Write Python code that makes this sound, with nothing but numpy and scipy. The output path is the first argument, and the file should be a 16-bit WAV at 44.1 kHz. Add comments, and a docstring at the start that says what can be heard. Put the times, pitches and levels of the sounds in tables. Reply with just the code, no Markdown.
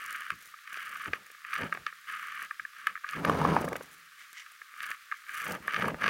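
"""Wood scrapes on wood, close by: a spindle twirled between gloved palms in a notch of a fallen log. Its tip
sticks and slips, ringing the wood, and knocks in the notch. A low rumble comes and goes in swells. Knitted
gloves crackle and brush, dry fibres snap, soft contacts thump. Midway, loose bark is dragged off the log, then
drilling resumes. Forest leaves rustle faintly throughout."""
import sys
import numpy as np
from scipy import signal
from scipy.fft import rfft, irfft
from scipy.io import wavfile
from scipy.ndimage import uniform_filter1d

SR = 44100
rng = np.random.default_rng(int(sys.argv[2]) if len(sys.argv) > 2 else 0)


def log_audio(samples):
    """Write samples as a 16-bit WAV file to the path given in sys.argv[1]."""
    # one column per channel
    frames = np.atleast_2d(samples).T
    # limit to full scale, then quantise
    limited = np.clip(frames, -1, 1)
    pcm = np.round(limited * 32767).astype(np.int16)
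    wavfile.write(sys.argv[1], SR, pcm)


N = 268657
TIME_S = np.arange(N) / SR
LOW_CUT_HZ = 1105  # steep low cut; thins scrapes and knocks

# bouts of wood rubbing on wood:
# (start [s], end [s], rise per 20 dB [s], scrape [dB], middle over ends [dB], relative glove hiss [dB])
STROKES_S_DB = [(-.1, 0.32, .03, -40, 6, -53.5), (0.751, 1.08, 0.15, -41.5, 0.5, -53.5),
                (1.471, 1.683, 0.09, -36, 10.5, -53.5), (2.088, 2.452, 0.033, -41, -3, -56),
                (2.786, 2.917, 0.098, -48, -0.5, -64), (3.098, 3.203, 0.074, -40, 0.5, -56),
                (3.24, 3.63, .03, -38.5, 4, -53), (4.814, 4.952, 0.14, -39.5, 5, -49),
                (5.321, 5.558, 0.092, -36.5, 4, -44.5), (5.695, 5.908, 0.12, -34.5, 5.5, -51),
                (6.014, 6.2, 0.036, -30, 5, -49.5)]
# spindle in its notch: (frequency [Hz], width [Hz], gain [dB])
WOOD_MODES = [(1227, 137, 15), (1678, 296, 10.5), (1780, 93, -31.5), (2200, 324, 4.5), (2802, 250, -19.5),
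              (3010, 83, -45), (3750, 240, -18), (4545, 580, -1.5), (5820, 290, 2.5), (9030, 770, 6),
              (11000, 1100, -11)]
# grinding dust: (frequency [Hz], gain [dB])
DUST_SPECTRUM = [(650, -80), (1100, -3.5), (1240, 2.5), (1410, -1.5), (1670, 3), (1890, -3.5), (2310, -5.5),
                 (2610, -15), (2910, -8), (3670, -25), (6500, -55.5), (8450, -84.5), (14300, -120)]
# swells of low log rumble: (time [s], half length [s], level [dB])
RUMBLE_SWELLS_S_DB = [(.94, 0.067, -69), (1.083, 0.015, -52), (1.153, 0.087, -60), (1.631, 0.041, -41),
                      (1.745, 0.085, -57.5), (2.457, 0.024, -72), (2.904, 0.047, -67), (5.52, 0.055, -39.5),
                      (5.678, 0.052, -54.5), (5.857, 0.073, -34), (6.083, 0.07, -39.5)]
# log rumble: (frequency [Hz], gain [dB])
LOG_SPECTRUM = [(18, -40), (30, -23), (199, 6), (305, -3.5), (440, 0.5), (581, 1), (746, -6), (902, -2),
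                (1000, -5.5), (1300, -35), (2200, -120)]
# trunk, lowest mode first: (frequency [Hz], width [Hz], gain [dB])
TRUNK_MODES = [(167, 40, 6), (283, 16, -13), (403, 19, -14.5), (972, 24, -9)]
# glove threads and dry fibres: (frequency [Hz], gain [dB])
FIBRE_SPECTRUM = [(2500, -4.5), (4600, -3.5), (5400, -3), (6100, 1.5), (7200, 0), (8200, -1), (9000, 2.5),
                  (11500, 1), (16000, -2.5)]
# leaves: (frequency [Hz], gain [dB])
FOREST_SPECTRUM = [(30, -28), (100, -44), (155, -43), (230, -52), (480, -25.5), (650, -35.5), (900, -61.5),
                   (1050, -12), (1200, 1), (1650, 3), (2500, -4.5), (5000, -11.5), (10000, -18.5),
                   (16000, -18.5)]
# dry fibres breaking: (time [s], relative level [dB])
SNAPS_S_DB = [(0.017, -54), (0.041, -55), (0.062, -47), (0.107, -47), (0.127, -45.5), (0.161, -51),
              (0.207, -51.5), (0.304, -54), (0.73, -50.5), (1.265, -57.5), (1.316, -55), (1.54, -46),
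              (1.74, -55.5), (2.426, -47.5), (2.87, -44), (3.11, -48.5), (3.253, -45), (3.297, -48),
              (4.33, -51), (4.519, -57.5), (4.829, -49), (4.904, -50), (5.353, -50), (5.521, -42.5),
              (5.676, -49), (5.881, -46.5)]
# spindle and bark striking the log:
# (time [s], relative level [dB], ring centre [Hz], crack re ring [dB], thud re ring [dB])
KNOCKS_S_DB_HZ = [(0.304, -29, 1380, -10, -33), (0.5404, -44.5, 1350, -36, -29),
                  (0.6759, -45, 1750, -8, -40), (0.7429, -39, 1730, -9, -33),
                  (0.7724, -52.5, 1660, 6.5, -2.5), (1.0584, -33.5, 1410, -14, -38),
                  (1.1339, -27.5, 1740, -10.5, -13), (1.267, -52, 1760, -17, -19),
                  (1.3018, -49.5, 1770, -13, -13), (1.3485, -48.5, 1520, -24, -25),
                  (1.449, -40, 1760, -15, -36), (1.5322, -33.5, 1440, -9, -44),
                  (1.562, -34.5, 1500, -8.5, -35), (1.7257, -26, 1560, -19.5, -23.5),
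                  (1.7494, -39, 1530, -12, -11), (1.7735, -40.5, 1590, -15, -8),
                  (1.8658, -29, 1400, -9, -29.5), (1.9268, -42.5, 1480, -27, -25.5),
                  (2.4193, -35, 1440, -28, -46), (2.5102, -32, 1560, -25, -35.5),
                  (2.5969, -33, 1630, -28, -31.5), (2.6514, -34.5, 1610, -51, -41),
                  (2.8701, -21.5, 1470, -15.5, -65), (2.955, -35.5, 1570, -34, -41),
                  (2.9645, -41, 1710, -35, -38), (2.9761, -42, 1560, -32, -30),
                  (3.0441, -32, 1470, -32, -38), (3.0653, -42, 1590, -22, -26), (3.09, -41, 1470, 0.5, -29),
                  (3.1336, -35, 1260, -12, -39), (3.249, -25, 1340, -10.5, -6.5),
                  (3.2967, -22, 1170, -24, -4.5), (3.4153, -29.5, 1100, -20, -6),
                  (3.4494, -21, 1000, -44, -12), (3.565, -20.5, 1030, -26, -10.5),
                  (3.6436, -40.5, 1580, -22, 9), (3.6794, -35, 1390, -26, 2.5),
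                  (3.7211, -43.5, 1370, -36, 9), (3.7299, -37.5, 1460, -25, 4),
                  (3.756, -36.5, 1550, -14, 0.5), (3.8096, -45.5, 1310, -18, 4),
                  (4.463, -47, 1440, -12, -38), (4.6172, -41.5, 1640, -39, -26.5),
                  (4.74, -47.5, 1710, -16, -25), (4.805, -39, 1700, -7, -32),
                  (4.8326, -38.5, 1530, -6, -34), (4.844, -38, 1540, -8.5, -37),
                  (4.915, -33.5, 1670, -9.5, -48), (5.115, -34.5, 1700, -23, -38),
                  (5.1224, -30, 1500, -21, -40), (5.141, -43.5, 1380, -29, -30),
                  (5.2935, -38.5, 1660, -17, -44), (5.68, -27, 1440, -18.5, -19.5),
                  (5.7441, -29.5, 1590, -7, -35), (5.7632, -29.5, 1510, -9, -30),
                  (5.8226, -30, 1500, -10, -30), (5.843, -30, 1330, -26, -12), (5.8822, -29, 1210, -24, -4),
                  (5.9444, -40.5, 1520, -15, -0.5), (6.0209, -27.5, 1520, -23, -14),
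                  (6.0415, -25.5, 1460, -10.5, -19), (6.0616, -27.5, 1520, -11, -13),
                  (6.0796, -29, 1390, -3, -12)]
# soft contacts of hand or stick: (time [s], level [dB])
BUMPS_S_DB = [(0.317, -53.5), (1.074, -45.5), (1.615, -40.5), (1.784, -58), (2.605, -70), (5.595, -54),
              (5.914, -41.5)]
# glove brushing stick or log: (time [s], half length [s], relative hiss [dB], grit [dB])
SWEEPS_S_DB = [(0.447, 0.061, -52.5, -60), (1.15, 0.017, -57, -56), (3.615, 0.0051, -43, -53),
               (3.652, .005, -36.5, -45), (3.687, 0.0046, -41.5, -44), (3.731, 0.0032, -35, -37.5),
               (3.765, 0.004, -37.5, -36.5), (3.832, .025, -52.5, -59), (3.944, 0.049, -54.5, -71),
               (4.216, 0.038, -60, -52.5), (4.39, 0.033, -68, -43.5), (5.162, 0.045, -62, -57.5)]
# swept, crumb-strewn surface: (frequency [Hz], width [Hz], gain [dB])
CRUMB_MODES = [(2060, 350, 3.5), (2850, 83, -1.5), (4600, 300, -18), (5600, 790, -15.5), (8750, 600, -41)]
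# bark drag envelope: (time [s], relative level [dB])
DRAG_S_DB = [(3.11, -74), (3.17, -37.5), (3.245, -36.5), (3.275, -25.5), (3.35, -29.5), (3.47, -26.5),
             (3.55, -26.5), (3.78, -45.5), (3.86, -60), (4.1, -81.5)]
# dragged bark: (frequency [Hz], gain [dB])
BARK_SPECTRUM = [(18, -69.5), (30, -30), (80, -7), (108, -17.5), (155, 0), (173, -13.5), (209, -8),
                 (300, -5), (340, -13.5), (380, -9.5), (452, -7), (703, -13.5), (1080, -10.5), (1200, -17),
                 (1300, -14), (1690, -35.5), (2860, -120)]


def undb(db):
    """Decibels to gain."""
    return 10 ** (np.asarray(db) / 20)


def unit(x):
    """Scale to rms 1."""
    return x / np.sqrt(np.mean(x ** 2))


def unit_burst(x, span_s=.007):
    """Scale to the energy of rms 1 over span_s."""
    return x / np.sqrt(np.sum(x ** 2) / (span_s * SR))


def bins_hz(x):
    """FFT frequencies of x, floored at 1 Hz."""
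    return np.maximum(np.arange(len(x) // 2 + 1) * SR / len(x), 1)


def shape(x, response):
    """Filter by a frequency response."""
    return irfft(rfft(x) * response, len(x))


def colour(x, spectrum):
    """Filter by a spectrum table; rms 1."""
    hz, db = np.transpose(spectrum)
    gain_db = np.interp(np.log(bins_hz(x)), np.log(hz), db)
    return unit(shape(x, undb(gain_db)))


def above(f, hz, order):
    """High-pass response."""
    return 1 / np.sqrt(1 + (hz / f) ** (2 * order))


def below(f, hz, order):
    """Low-pass response."""
    return 1 / np.sqrt(1 + (f / hz) ** (2 * order))


def resonance(f, hz, width_hz):
    """Response of one damped mode."""
    return 1 / (1 + 1j * (f * f - hz * hz) / (f * width_hz))


def modes(f, table):
    """Summed response of damped modes."""
    return sum(undb(db) * resonance(f, hz, width_hz) for hz, width_hz, db in table)


def wander(rate_hz):
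    """Smoothed noise; rms 1."""
    size = int(SR / rate_hz)
    return unit(uniform_filter1d(uniform_filter1d(rng.standard_normal(N), size), size))


def grains(rate_hz, spread_db):
    """Random clicks, power levelled over 50 ms."""
    clicks = (rng.random(N) < rate_hz / SR) * rng.choice([-1, 1], N)
    clicks = clicks * undb(spread_db * np.clip(rng.standard_normal(N), -2, 2))
    power = np.abs(uniform_filter1d(clicks ** 2, size=2200))
    return clicks / np.sqrt(power + 1e-6)


def swell(at_s, half_s):
    """Gaussian envelope."""
    return np.exp(-((TIME_S - at_s) / half_s) ** 2)


def add(out, at_s, x):
    """Mix x into out from at_s."""
    start = max(int(at_s * SR), 0)
    out[start:start + len(x)] += x[:max(N - start, 0)]


def strokes(release_s=.0216):
    """Scrape and glove gains: each stroke rises, arches, stops."""
    scraping, hissing = undb(-62), undb(-64)  # the loose stick stirs between strokes
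    for start_s, end_s, rise_s, scrape_db, arch_db, glove_db in STROKES_S_DB:
        outside = np.maximum(start_s - TIME_S, 0) / rise_s + np.maximum(TIME_S - end_s, 0) / release_s
        off_centre = np.clip(2 * (TIME_S - start_s) / (end_s - start_s) - 1, -1, 1)
        envelope = undb(-20 * outside - arch_db * off_centre ** 2)
        scraping = np.hypot(scraping, undb(scrape_db) * envelope)
        hissing = np.hypot(hissing, undb(glove_db) * envelope)
    return scraping, hissing


def wood(f):
    """Spindle response: bending waves carry treble faster, so clicks become tiny chirps."""
    dispersion = np.exp(-4j * np.pi * .001281 * np.sqrt(1500 * f))
    return dispersion * above(f, LOW_CUT_HZ, order=18) * below(f, 3710, order=3) * modes(f, WOOD_MODES)


def scrape(scraping):
    """A loose tip ticks; light strokes grind dust; hard strokes slip coarsely and ring the wood."""
    f = bins_hz(TIME_S)
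    fine_grains = shape(grains(rate_hz=2200, spread_db=2.5), above(f, LOW_CUT_HZ, order=18))
    dust = colour(fine_grains, DUST_SPECTRUM)
    slips = unit(shape(grains(rate_hz=420, spread_db=4.5), wood(f)))
    ticks = unit(shape(grains(rate_hz=110, spread_db=5), wood(f) * below(f, 2600, order=3)))
    level_db = 20 * np.log10(scraping + 1e-9)
    slip_share = np.clip(.26 + .0469 * (level_db + 39.5), .2, .9)
    tick_share = np.clip(-.13 * (level_db + 47), .02, .85)
    catching = unit(undb(2.3 * wander(rate_hz=190)))  # uneven tip
    grind = catching * (np.sqrt(1 - slip_share) * dust + np.sqrt(slip_share) * slips)
    return scraping * (np.sqrt(1 - tick_share) * grind + np.sqrt(tick_share) * ticks)


def log_rumble(scraping, stroke_share_db=-33):
    """A faint low rumble that comes and goes in swells."""
    swells = sum(undb(db) * swell(at_s, half_s) for at_s, half_s, db in RUMBLE_SWELLS_S_DB)
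    gain = undb(stroke_share_db) * scraping + swells
    return gain * colour(grains(rate_hz=1700, spread_db=2.5), LOG_SPECTRUM)


def trunk_ring(shaking, lowest_t60_s=.7, hum_db=-11.5):
    """The trunk hums on after each shake; higher modes die sooner."""
    padded = np.pad(shaking, (0, SR))
    f = bins_hz(padded)
    lowest_hz = TRUNK_MODES[0][0]
    width_hz = np.log(1000) / (np.pi * lowest_t60_s)
    hum = sum(undb(db) * resonance(f, hz, width_hz * hz / lowest_hz) for hz, _, db in TRUNK_MODES)
    return shape(padded, 1 + undb(hum_db) * hum)[:N]


def gloves(hissing, decay_s=.0017):
    """Knitted threads catch and release in bursts of hiss; some pluck free with a tick."""
    catches = grains(rate_hz=150, spread_db=2.6) ** 2
    burst_power = signal.lfilter([1], [1, -np.exp(-1 / (decay_s * SR))], catches)
    hiss = unit(np.sqrt(burst_power)) * rng.standard_normal(N) + .4 * rng.standard_normal(N)
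    plucks = .55 * unit(grains(rate_hz=45, spread_db=4))
    brushing = sum(undb(db) * swell(at_s, half_s) for at_s, half_s, db, _ in SWEEPS_S_DB)
    return undb(-4.5) * np.hypot(hissing, brushing) * colour(hiss + plucks, FIBRE_SPECTRUM)


def forest(level_db=-55.2):
    """Faint, even rustle of leaves."""
    gain = undb(level_db + .5 * wander(rate_hz=16.6))
    return gain * colour(rng.standard_normal(N), FOREST_SPECTRUM)


def snaps(decay_s=.0014):
    """Dry fibres break with bright ticks."""
    out = np.zeros(N)
    t = np.arange(1024) / SR
    for at_s, db in SNAPS_S_DB:
        tick = colour(rng.standard_normal(len(t)), FIBRE_SPECTRUM) * np.exp(-t / decay_s)
        add(out, at_s, undb(db + 1.35) * unit_burst(tick))
    return out


def knocks(lead_s=.02, skid_s=.0045, bounce_s=.002217, grip_s=.013, tail_s=.039):
    """Each blow skids in, rings the wood and bounces once; hard ones crack, heavy ones thud."""
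    out = np.zeros(N)
    t = np.arange(4096) / SR - lead_s
    after_s = np.maximum(t, 0)
    f = bins_hz(t)
    body = wood(f)
    thud = resonance(f, 503, 156) * below(f, 1080, order=6)
    # damped trunk mode, 1.6 ms late; heavy blows only
    clunk = resonance(f, 930, 263) * above(f, 695, order=4) * np.exp(-2j * np.pi * f * .0016)
    grip = np.exp(-(after_s / grip_s) ** 2)  # the hand damps the ring
    skid = undb(-16) * np.exp(-(t / skid_s) ** 2)
    for at_s, db, ring_hz, crack_db, thud_db in KNOCKS_S_DB_HZ:
        crush_noise, white_noise = rng.standard_normal((2, len(t)))
        force = .05 * crush_noise * (t > 0) * np.exp(-after_s / .002)  # fibres crushing
        force[int(lead_s * SR)] += 1
        force[int((lead_s + bounce_s * (.5 + rng.random())) * SR)] += undb(-4.5)
        heaviness = np.clip(1 + (thud_db + 14) / 8, 0, 1)
        ring = (body + 4.4 * heaviness * clunk) * np.exp(-.5 * (np.log(f / ring_hz) / .23) ** 2)
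        crack_top_hz = 7000 * undb(.27 * crack_db)
        crack = body * above(f, 2440, order=8) * below(f, crack_top_hz, order=2)
        free_end_hz = rng.uniform(2060, 3274)  # stick pitch varies with grip
        free_end = resonance(f, free_end_hz, 110) * above(f, LOW_CUT_HZ, order=8)
        parts = [(ring, 0), (crack, crack_db), (free_end, -9.5 + .5 * crack_db), (thud, thud_db)]
        hit = sum(undb(part_db) * unit_burst(grip * shape(force, part)) for part, part_db in parts)
        wood_noise = unit(shape(white_noise, body * below(f, 3200, order=3)))
        # short, even noise tail; cuts off quickly
        tail = undb(-8.5 + .53 * crack_db) * (t > 0) * np.exp(-(after_s / tail_s) ** 4)
        knock = undb(.86) * hit + np.maximum(skid, tail) * wood_noise
        add(out, at_s - lead_s - .0007, undb(db) * knock)
    return out


def bumps(rise_s=.006, decay_s=.024, band_hz=(50, 297)):
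    """Soft contacts on the log give short, dull thumps."""
    out = np.zeros(N)
    t = np.arange(8192) / SR
    bandpass = signal.butter(3, band_hz, "band", fs=SR, output="sos")
    for at_s, db in BUMPS_S_DB:
        force = rng.standard_normal(len(t)) * np.exp(-t / decay_s) * (1 - np.exp(-t / rise_s))
        add(out, at_s, undb(db) * unit_burst(signal.sosfilt(bandpass, force), decay_s))
    return out


def sweeps():
    """A glove swishes gritty crumbs over the wood."""
    f = bins_hz(TIME_S)
    surface = modes(f, CRUMB_MODES) * above(f, 1000, order=10) * below(f, 7900, order=4)
    grit = unit(shape(grains(rate_hz=2600, spread_db=8), surface))
    return grit * sum(undb(db) * swell(at_s, half_s) for at_s, half_s, _, db in SWEEPS_S_DB)


def bark_drag():
    """Rough bark judders over the trunk, stirs its low modes and scratches its surface."""
    times_s, levels_db = np.transpose(DRAG_S_DB)
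    active = (TIME_S > times_s[0]) & (TIME_S < times_s[-1])
    gain = undb(np.interp(TIME_S, times_s, levels_db)) * active
    judder = grains(rate_hz=1800, spread_db=3.5)
    f = bins_hz(judder)
    rub = colour(judder, BARK_SPECTRUM)
    boom = unit(shape(judder, modes(f, TRUNK_MODES)))
    scratch = unit(shape(judder, wood(f) * above(f, 3370, order=6)))
    return gain * (undb(-3) * rub + undb(-11.5) * boom + undb(-26) * scratch)


def scene():
    """Mono mix beside the log."""
    scraping, hissing = strokes()
    trunk = trunk_ring(log_rumble(scraping) + bark_drag() + knocks() + bumps())
    return (scrape(scraping) + trunk + gloves(hissing) + snaps() + sweeps() + forest())[None]


def record(dry):
    """Steep low-pass on the top treble."""
    top_hz = 15900
    return signal.sosfilt(signal.ellip(10, .2, 70, top_hz, fs=SR, output="sos"), dry)


dry = scene()
out = record(dry)
log_audio(out)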